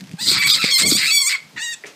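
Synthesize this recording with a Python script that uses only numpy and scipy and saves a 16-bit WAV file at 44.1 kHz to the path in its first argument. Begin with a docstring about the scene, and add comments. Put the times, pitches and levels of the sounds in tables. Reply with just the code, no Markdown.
"""Otters squabble in shrill cries behind a wire fence, a few metres away in an outdoor enclosure.
Their vocal folds flip between steady and chaotic, clean squeal and harsh screech, and sound through
five throat resonances. A thin whistle and two faint hoots slip in; a softer whine and a short yap follow.
Underneath, bodies shuffle, thump and drag on the ground, claws tick and one blow knocks a board.
The walls return a short tail over a quiet bed of air."""
import sys
import numpy as np
from scipy import signal
from scipy.fft import rfft, irfft, next_fast_len
from scipy.io import wavfile
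from scipy.ndimage import uniform_filter1d

SR = 44100
rng = np.random.default_rng(int(sys.argv[2]) if len(sys.argv) > 2 else 0)


def bounce(signal):
    """Save signal as a 16-bit WAV file at the path given by the first command-line argument."""
    frames = np.transpose(np.atleast_2d(signal))
    limited = np.clip(frames, -1, 1)
    pcm = np.round(limited * 32767).astype(np.int16)
    wavfile.write(sys.argv[1], SR, pcm)


N = 85995
T = np.arange(N) / SR


def from_db(db):
    """Decibels to gain."""
    return 10 ** (np.asarray(db) / 20)


def unit_rms(x):
    """Scale to unit power."""
    return x / np.sqrt(np.mean(x ** 2) + 1e-20)


def levelled(x):
    """Hold the power at one over about 15 ms, leaving the fast grain."""
    power = uniform_filter1d(uniform_filter1d(x * x, size=600), size=400)
    return x / np.sqrt(np.abs(power) + 1e-12)


def automation(rows, t):
    """Each column of a breakpoint curve at the times t."""
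    times, *columns = np.transpose(rows)
    return [np.interp(t, times, column) for column in columns]


def eq(x, curve):
    """Filter by a curve (f/Hz, gain/dB) that falls away beyond its ends."""
    size = next_fast_len(len(x) + 2048)
    hz, db = np.transpose(curve)
    log_f = np.log(np.arange(size // 2 + 1) * SR / size + 1)
    beyond = np.abs(log_f - np.clip(log_f, np.log(hz[0]), np.log(hz[-1])))
    gain = from_db(np.interp(log_f, np.log(hz), db) - 60 * beyond)
    return irfft(rfft(x, size) * gain, size)[:len(x)]


def noise(curve):
    """Coloured noise of unit power."""
    return unit_rms(eq(rng.standard_normal(N), curve))


def wobble(hz, size):
    """Random modulation of unit power, rolling off above hz."""
    lowpass = signal.butter(2, hz, fs=SR, output="sos")
    return unit_rms(signal.sosfilt(lowpass, rng.standard_normal(size + 4000))[4000:])


def burst(start, decay, attack=0.00038):
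    """Envelope with a quick attack and an exponential decay."""
    age = np.maximum(T - start, 0)
    return (1 - np.exp(-age / attack)) * np.exp(-age / decay)


def swell(peak_s, width_s):
    """Bell-shaped envelope."""
    return np.exp(-.5 * ((T - peak_s) / width_s) ** 2)


def air():
    """Outdoor air: a steady bed of soft noise."""
    return from_db(-50) * noise([(30, -31), (80, -12), (160, 2), (300, -4), (600, -2.5),
                                 (2000, -4), (5000, -4.5), (9000, -12.5), (15000, -20)])


# Bright tone of claws on the ground: f/Hz, gain/dB
CLAW_EQ = [(600, -35), (2000, 7), (4500, 1.5), (8000, -2.5), (15000, -19)]
def claws(ticks_per_s=160, decay_s=0.0014, fade_db_per_s=17):
    """Claws tick in tiny noise grains, fading as the animals move off."""
    ticks = (rng.random(N) < ticks_per_s / SR) * from_db(rng.uniform(0, 8.1, N))
    envelope = signal.lfilter([1], [1, -np.exp(-1 / (decay_s * SR))], ticks + 1e-18)
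    scratches = eq(envelope * rng.standard_normal(N), CLAW_EQ)
    return from_db(-48.5 - fade_db_per_s * T) * unit_rms(scratches)


# Shuffling moves: peak t/s, half width/s, level/dB
SHUFFLES = [(0.031, 0.029, -41.5), (0.118, 0.021, -40.5), (0.225, 0.012, -37.5), (0.279, 0.017, -34),
            (.325, 0.011, -34), (0.376, 0.021, -33.5), (0.474, 0.023, -35), (0.562, 0.019, -41.5),
            (0.654, 0.046, -44.5), (0.869, .035, -27.5), (0.962, 0.027, -34), (1.054, 0.02, -42.5),
            (1.153, 0.017, -50.5), (1.461, 0.027, -51.5), (1.564, 0.021, -45)]
# Their low rumble: f/Hz, gain/dB
SHUFFLE_EQ = [(30, -32), (70, -11), (125, -2), (180, 1.5), (260, -5), (400, -15.5), (700, -23.5),
              (1500, -47)]
def shuffles():
    """Paws and bodies rub over the ground in short, dull swells."""
    envelope = sum(from_db(db) * swell(peak, width) for peak, width, db in SHUFFLES)
    return envelope * levelled(noise(SHUFFLE_EQ))


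# Body hits: t/s, level/dB, f/Hz, decay/s, slap relative to the hit/dB
THUMPS = [(.018, -27.5, 183, 0.016, -20), (.137, -17.5, 174, 0.0086, -26), (.285, -16.5, 260, 0.0033, -25),
          (.314, -19, 354, 0.005, -12.5), (.641, -10.5, 187, 0.0038, -10), (.920, -4, 287, 0.0038, -22),
          (0.951, -21, 219, 0.0065, -9)]
def thumps():
    """Bodies hit the ground, each a damped low swing with a brief slap."""
    slap_eq = [(200, 0), (500, 4), (1000, -12.5), (3000, -17)]
    out = np.zeros(N)
    for start, db, hz, decay, slap_db in THUMPS:
        thud = burst(start, decay, attack=0.0011) * np.sin(2 * np.pi * hz * (T - start))
        slap = from_db(slap_db) * burst(start, decay=0.0038) * noise(slap_eq)
        out += from_db(db) * (thud + slap)
    return signal.sosfilt(signal.butter(2, 110, "high", fs=SR, output="sos"), out)


JITTER_HZ = 339   # speed of the pitch wobble in cries and whistle
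def vocal_folds(hz, rough):
    """Folds buzz over breath hiss; roughness, 0 to 1, turns a steady squeal into a chaotic screech."""
    size = len(hz)
    jitter = (0.004 + 0.0746 * rough ** 1.5) * wobble(JITTER_HZ, size)
    phase = 2 * np.pi * np.cumsum(hz * (1 + jitter)) / SR
    buzz = np.zeros(size)
    for k in range(1, 18):
        # each harmonic wavers by itself, more so the higher it is and the rougher the voice
        fray = 0.35 * k * (.09 + rough ** 1.46) * wobble(hz=135, size=size)
        flutter = from_db(3 * wobble(hz=27, size=size))
        buzz += flutter * np.cos(k * phase + rng.uniform(0, 2 * np.pi) + fray)
    hiss = rng.standard_normal(size) * (from_db(-42) + from_db(-6) * rough ** 2)
    rasp = from_db(2.5 * rough * wobble(hz=196, size=size))   # uneven bursts in a screech
    return (unit_rms(buzz) + hiss) * rasp


# Pitch and grit, one curve per cry, the whine last: t/s, f/Hz, roughness
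CRY_CURVES = [
    [(.185, 793.7, 0.05), (.205, 921, 0.5), (.22, 982.4, 0.64), (.255, 972.4, 0.69), (.27, 998.4, 1.04),
     (.30, 1125, 0.92), (.335, 1119, 1.1), (.38, 1049, 1.2)],
    [(.39, 1120, 0.26), (.412, 1170, 0.36), (.428, 1051, 1.22), (.443, 1134, .28), (.466, 1134, 0.27),
     (.476, 1105, 0.9), (.497, 1104, 0.88), (.514, 1197, 0.56), (.526, 1235, 0.16), (.536, 1200, 0.42),
     (.545, 1079, 0.87), (.575, 1050, 1)],
    [(.592, 1302, 0.57), (.605, 1347, 0.5), (.625, 1199, .95), (.70, 1127, .9), (.724, 1103, .28),
     (.737, 1082, .08), (.752, 1050, 0.13), (.776, 1050, 0), (.787, 1184, 0.91)],
    [(.80, 1084, 1.15), (.825, 1032, 1.03), (.833, 1053, 0.05), (.852, 1088, .15), (.864, 1173, 0.23),
     (.888, 1040, .08), (.904, 1161, 0.7), (.928, 1137, 0.94), (.939, 1095, 0.3), (.962, 1177, .22),
     (.975, 1173, 1.06)],
    [(1.01, 1040, 0.92), (1.06, 1141, 0.87), (1.085, 1358, 0.66), (1.10, 1294, 0.54)],
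    [(1.112, 1110, 0.26), (1.138, 1144, 0.11), (1.18, 1134, 0.01), (1.192, 1095, 0), (1.218, 1131, 0),
     (1.24, 1044, 0.02), (1.254, 1050, 0), (1.274, 1122, 0.28), (1.288, 1204, 0.2), (1.298, 1008, 0.96),
     (1.328, 1122, 0.97), (1.338, 1102, 0.32), (1.365, 1082, 0.64)],
    [(1.565, 955, 0.62), (1.588, 909, 0.9), (1.604, 866, 0.12), (1.626, 944, .2), (1.654, 966.5, 0.08),
     (1.674, 932, .04), (1.70, 943, 0), (1.718, 938, 0.03), (1.74, 882, 0.4)],
]
# Five throat resonances, one curve each: f/Hz, gain/dB
THROAT_BANDS = [
    [(600, -30), (850, -7), (1100, -12.5), (1350, 7.5), (1500, 3.5), (1700, -15)],
    [(1250, -66), (1550, -7), (1900, -3), (2250, -4), (2600, -1.5), (2900, -11), (3400, -27.5)],
    [(2400, -60), (2850, -17), (3300, -5.5), (3800, 4.5), (4450, 4.5), (4900, 3), (5400, -10.5),
     (6000, -20), (6800, -60)],
    [(4800, -20), (5700, -9), (6700, -1), (7900, 4.5), (8600, 1.5), (9200, -6.5), (9700, -9), (10400, -52)],
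    [(9400, -24), (10300, -5), (11400, 2), (12700, -9), (13800, 2.5), (14900, -1.5), (16000, -4)],
]
# Shift of those resonances: one frequency ratio per cry
THROAT_TUNING = [1.006, 1.006, 1, 1.003, 1.01, 1.008, 0.925]
# Resonance faders, one set per shrill cry: t/s, then level/dB for each band, low to high
CRY_LEVELS = [
    [(0.18, -55, -66, -72, -66, -71), (0.19, -38.5, -42.5, -36.5, -39, -54),
     (0.216, -47, -34, -25, -30, -37), (0.24, -60, -47, -24.5, -28.5, -42),
     (0.258, -48, -36, -27, -25, -39), (0.282, -40.5, -37, -11, -24, -31),
     (0.326, -35.5, -27, -17, -21.5, -30.5), (0.366, -27.5, -26.5, -20, -32.5, -46),
     (0.38, -33, -22.5, -19, -30, -45)],
    [(0.39, -37.5, -20.5, -26.5, -37.5, -33), (0.446, -37, -17.5, -21, -23.5, -42),
     (0.462, -37, -13, -26, -25.5, -32), (0.472, -28.5, -18.5, -19, -19, -23),
     (0.486, -39, -32, -17, -29, -33), (0.502, -36.5, -25.5, -10.5, -23.5, -25),
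     (0.522, -35.5, -40, -12, -27.5, -33), (0.536, -32, -29, -14.5, -21, -35),
     (0.548, -42, -28.5, -12, -24.5, -35), (0.558, -40, -33, -17.5, -23, -34),
     (0.58, -38.5, -26, -28, -36, -38)],
    [(0.59, -36, -31, -25.5, -41, -44), (0.6, -29, -29.5, -27, -32.5, -37),
     (0.63, -35.5, -21.5, -19.5, -31.5, -40), (0.644, -40, -16, -20, -27, -38),
     (0.656, -37, -26, -18.5, -27, -40), (0.698, -43, -23.5, -22.5, -36.5, -41),
     (0.712, -40, -25.5, -16, -26, -37), (0.748, -47, -29, -13.5, -20.5, -32),
     (0.772, -48, -20, -10, -31, -27), (0.782, -37, -27, -19, -21, -26), (0.79, -32, -32, -16, -18, -25)],
    [(0.8, -38, -21.5, -21, -15.5, -32), (0.818, -32.5, -28, -17, -18.5, -33),
     (0.836, -49, -20, -17.5, -22.5, -33), (0.844, -46, -19.5, -22.5, -37, -39),
     (0.866, -37, -26, -16.5, -16.5, -37), (0.886, -56, -24, -24, -17.5, -23.5),
     (0.9, -44, -35, -22, -14.5, -24.5), (0.916, -33, -31.5, -14.5, -24, -27),
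     (0.948, -51, -34, -18.5, -21.5, -29), (0.968, -37, -27, -17.5, -16.5, -31),
     (0.975, -44, -32, -25, -31, -38)],
    [(0.985, -44, -26, -16.5, -25, -37), (1.009, -41, -24.5, -20.5, -27, -39),
     (1.029, -39, -17.5, -22, -30, -35), (1.067, -48, -21, -20.5, -26, -33.5),
     (1.085, -33, -22, -19, -24, -34), (1.105, -40, -19, -26, -24.5, -37)],
    [(1.115, -43.5, -23.5, -14, -24.5, -36), (1.147, -64, -20, -19, -17.5, -26),
     (1.179, -47, -19, -12, -18, -29), (1.195, -49, -30, -18, -31.5, -31),
     (1.219, -39, -23, -17, -17.5, -33), (1.241, -43.5, -32, -30.5, -22.5, -36),
     (1.279, -39.5, -22, -24, -15, -30), (1.301, -40, -26, -22.5, -27.5, -40),
     (1.323, -43.5, -20, -23, -29.5, -37), (1.355, -34.5, -18, -36, -36, -51),
     (1.365, -44, -31, -32.5, -51, -59)],
]
# The same for the closing whine: t/s, five times level/dB
WHINE_LEVELS = [(1.573, -41, -30.5, -41.5, -47, -64), (1.581, -52, -26, -35, -43.5, -66),
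                (1.605, -47.5, -33, -37, -35, -52), (1.629, -52, -25.5, -30, -29.5, -48),
                (1.649, -55, -30, -33.5, -28, -48), (1.707, -63, -29.5, -32, -37, -46),
                (1.738, -68, -34.5, -35, -28.5, -52)]
def cries(fade_s=.012):
    """The vocal folds sound through five throat resonances, each swelling and dipping on its own."""
    out = np.zeros(N)
    for curve, levels, tuning in zip(CRY_CURVES, [*CRY_LEVELS, WHINE_LEVELS], THROAT_TUNING):
        start, end = levels[0][0] - fade_s, levels[-1][0] + fade_s
        sounding = (T > start) & (T < end)
        t = T[sounding]
        hz, rough = automation(curve, t)
        source = vocal_folds(hz, np.clip(rough, 0, 1))
        bands = [levelled(eq(source, np.multiply(band, [tuning, 1]))) for band in THROAT_BANDS]
        fade = np.sqrt(np.clip(np.minimum(t - start, end - t) / fade_s, 0, 1))
        out[sounding] += fade * sum(band * from_db(db) for band, db in zip(bands, automation(levels, t)))
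    return out


# Thin whistle: t/s, f/Hz, level/dB
WHISTLE = [(.203, 4550, -45), (.212, 4750, -25), (.232, 4890, -23), (.255, 4880, -24), (.268, 4800, -42)]
def whistle(jitter=.015):
    """One unsteady high tone rides on the first cry."""
    hz, db = automation(WHISTLE, T)
    phase = 2 * np.pi * np.cumsum(hz * (1 + jitter * wobble(JITTER_HZ, N))) / SR
    gate = (T > WHISTLE[0][0]) & (T < WHISTLE[-1][0])
    return from_db(db) * np.sin(phase) * gate


# Faint low hoots: t/s, length/s, start f/Hz, end f/Hz, level/dB
HOOTS = [(0.544, 0.039, 487, 553, -41), (0.674, 0.047, 540, 493, -36.5)]
def hoots():
    """Soft sine notes glide under the cries."""
    out = np.zeros(N)
    for start, length, start_hz, end_hz, db in HOOTS:
        progress = np.clip((T - start) / length, 0, 1)
        hz = start_hz + (end_hz - start_hz) * progress
        out += from_db(db) * np.sin(np.pi * progress) * np.sin(2 * np.pi * np.cumsum(hz) / SR)
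    return out


# Modes of a wooden board: f/Hz, relative level/dB, T60/s
BOARD_MODES = [(335, -3, 0.028), (517, 1, 0.024), (700, -5, 0.018), (936, -9, .018)]
def knock(start=.6425, level_db=-17):
    """One blow lands on a board: a short, dead ring of wood."""
    return sum(from_db(level_db + db) * burst(start, t60 / np.log(1000))
               * np.sin(2 * np.pi * hz * (T - start)) for hz, db, t60 in BOARD_MODES)


# Tone of a dragging body: f/Hz, gain/dB
DRAG_EQ = [(150, -5), (260, 0), (450, 3.5), (750, -6), (1400, -32)]
def drag():
    """One body drags hard over the ground, a brighter rub than the shuffles."""
    return from_db(-31.5) * swell(peak_s=0.856, width_s=0.029) * noise(DRAG_EQ)


# Layers of the yap: t/s, level/dB, centre f/Hz, half width at -10 dB/octaves, decay/s
YAP = [(1.838, -27, 1980, 0.21, 0.004), (1.84, -43, 420, 1, 0.064), (1.844, -24, 2010, .4, 0.002),
       (1.855, -38, 2160, 1, .04), (1.864, -39.5, 5940, 0.59, 0.028)]
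def yap():
    """Two hard throat pulses and a scuff, all bursts of band noise."""
    out = np.zeros(N)
    for start, db, hz, width, decay in YAP:
        band = noise([(hz / 4 ** width, -20), (hz, 0), (hz * 4 ** width, -20)])
        out += from_db(db) * burst(start, decay) * band
    return out


def reflections(x, t60, damping_hz=6450):
    """Ground and walls scatter echoes that thicken and die away."""
    age = T[:SR // 2]
    arrivals = (rng.random(len(age)) < .03 + age) & (age > .003)
    echoes = rng.standard_normal(len(age)) * arrivals * from_db(-60 * age / t60)
    lowpass = signal.butter(1, damping_hz, fs=SR, output="sos")
    response = signal.sosfilt(lowpass, echoes / np.linalg.norm(echoes))
    return signal.fftconvolve(x, response)[:N]


def scene():
    """Mono mix: voices and hits feed the enclosure's tail; the scuffle and the air stay dry."""
    voices = cries() + whistle() + hoots() + yap()
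    hits = thumps() + knock()
    scuffle = claws() + shuffles() + drag()
    near_scatter = from_db(-8.5) * reflections(voices, t60=.16)
    tail = from_db(-17) * reflections(voices + hits, t60=0.3)
    return (voices + hits + near_scatter + tail + scuffle + air())[None]


# Microphone colour: f/Hz, gain/dB
MIC_EQ = [(20, -20), (60, -10.5), (130, 1), (9100, -1), (9800, -8), (10400, 0.5), (16000, -3)]
def record(dry, ceiling=.85, cutoff_hz=15500):
    """The microphone colours the sound, the highest peaks are soft-clipped and the top is cut."""
    coloured = eq(dry[0], MIC_EQ)[None]
    rounded = coloured / (1 + (coloured / ceiling) ** 6) ** (1 / 6)
    return signal.sosfilt(signal.ellip(12, .1, 90, cutoff_hz, fs=SR, output="sos"), rounded)


dry = scene()
out = record(dry)
bounce(out)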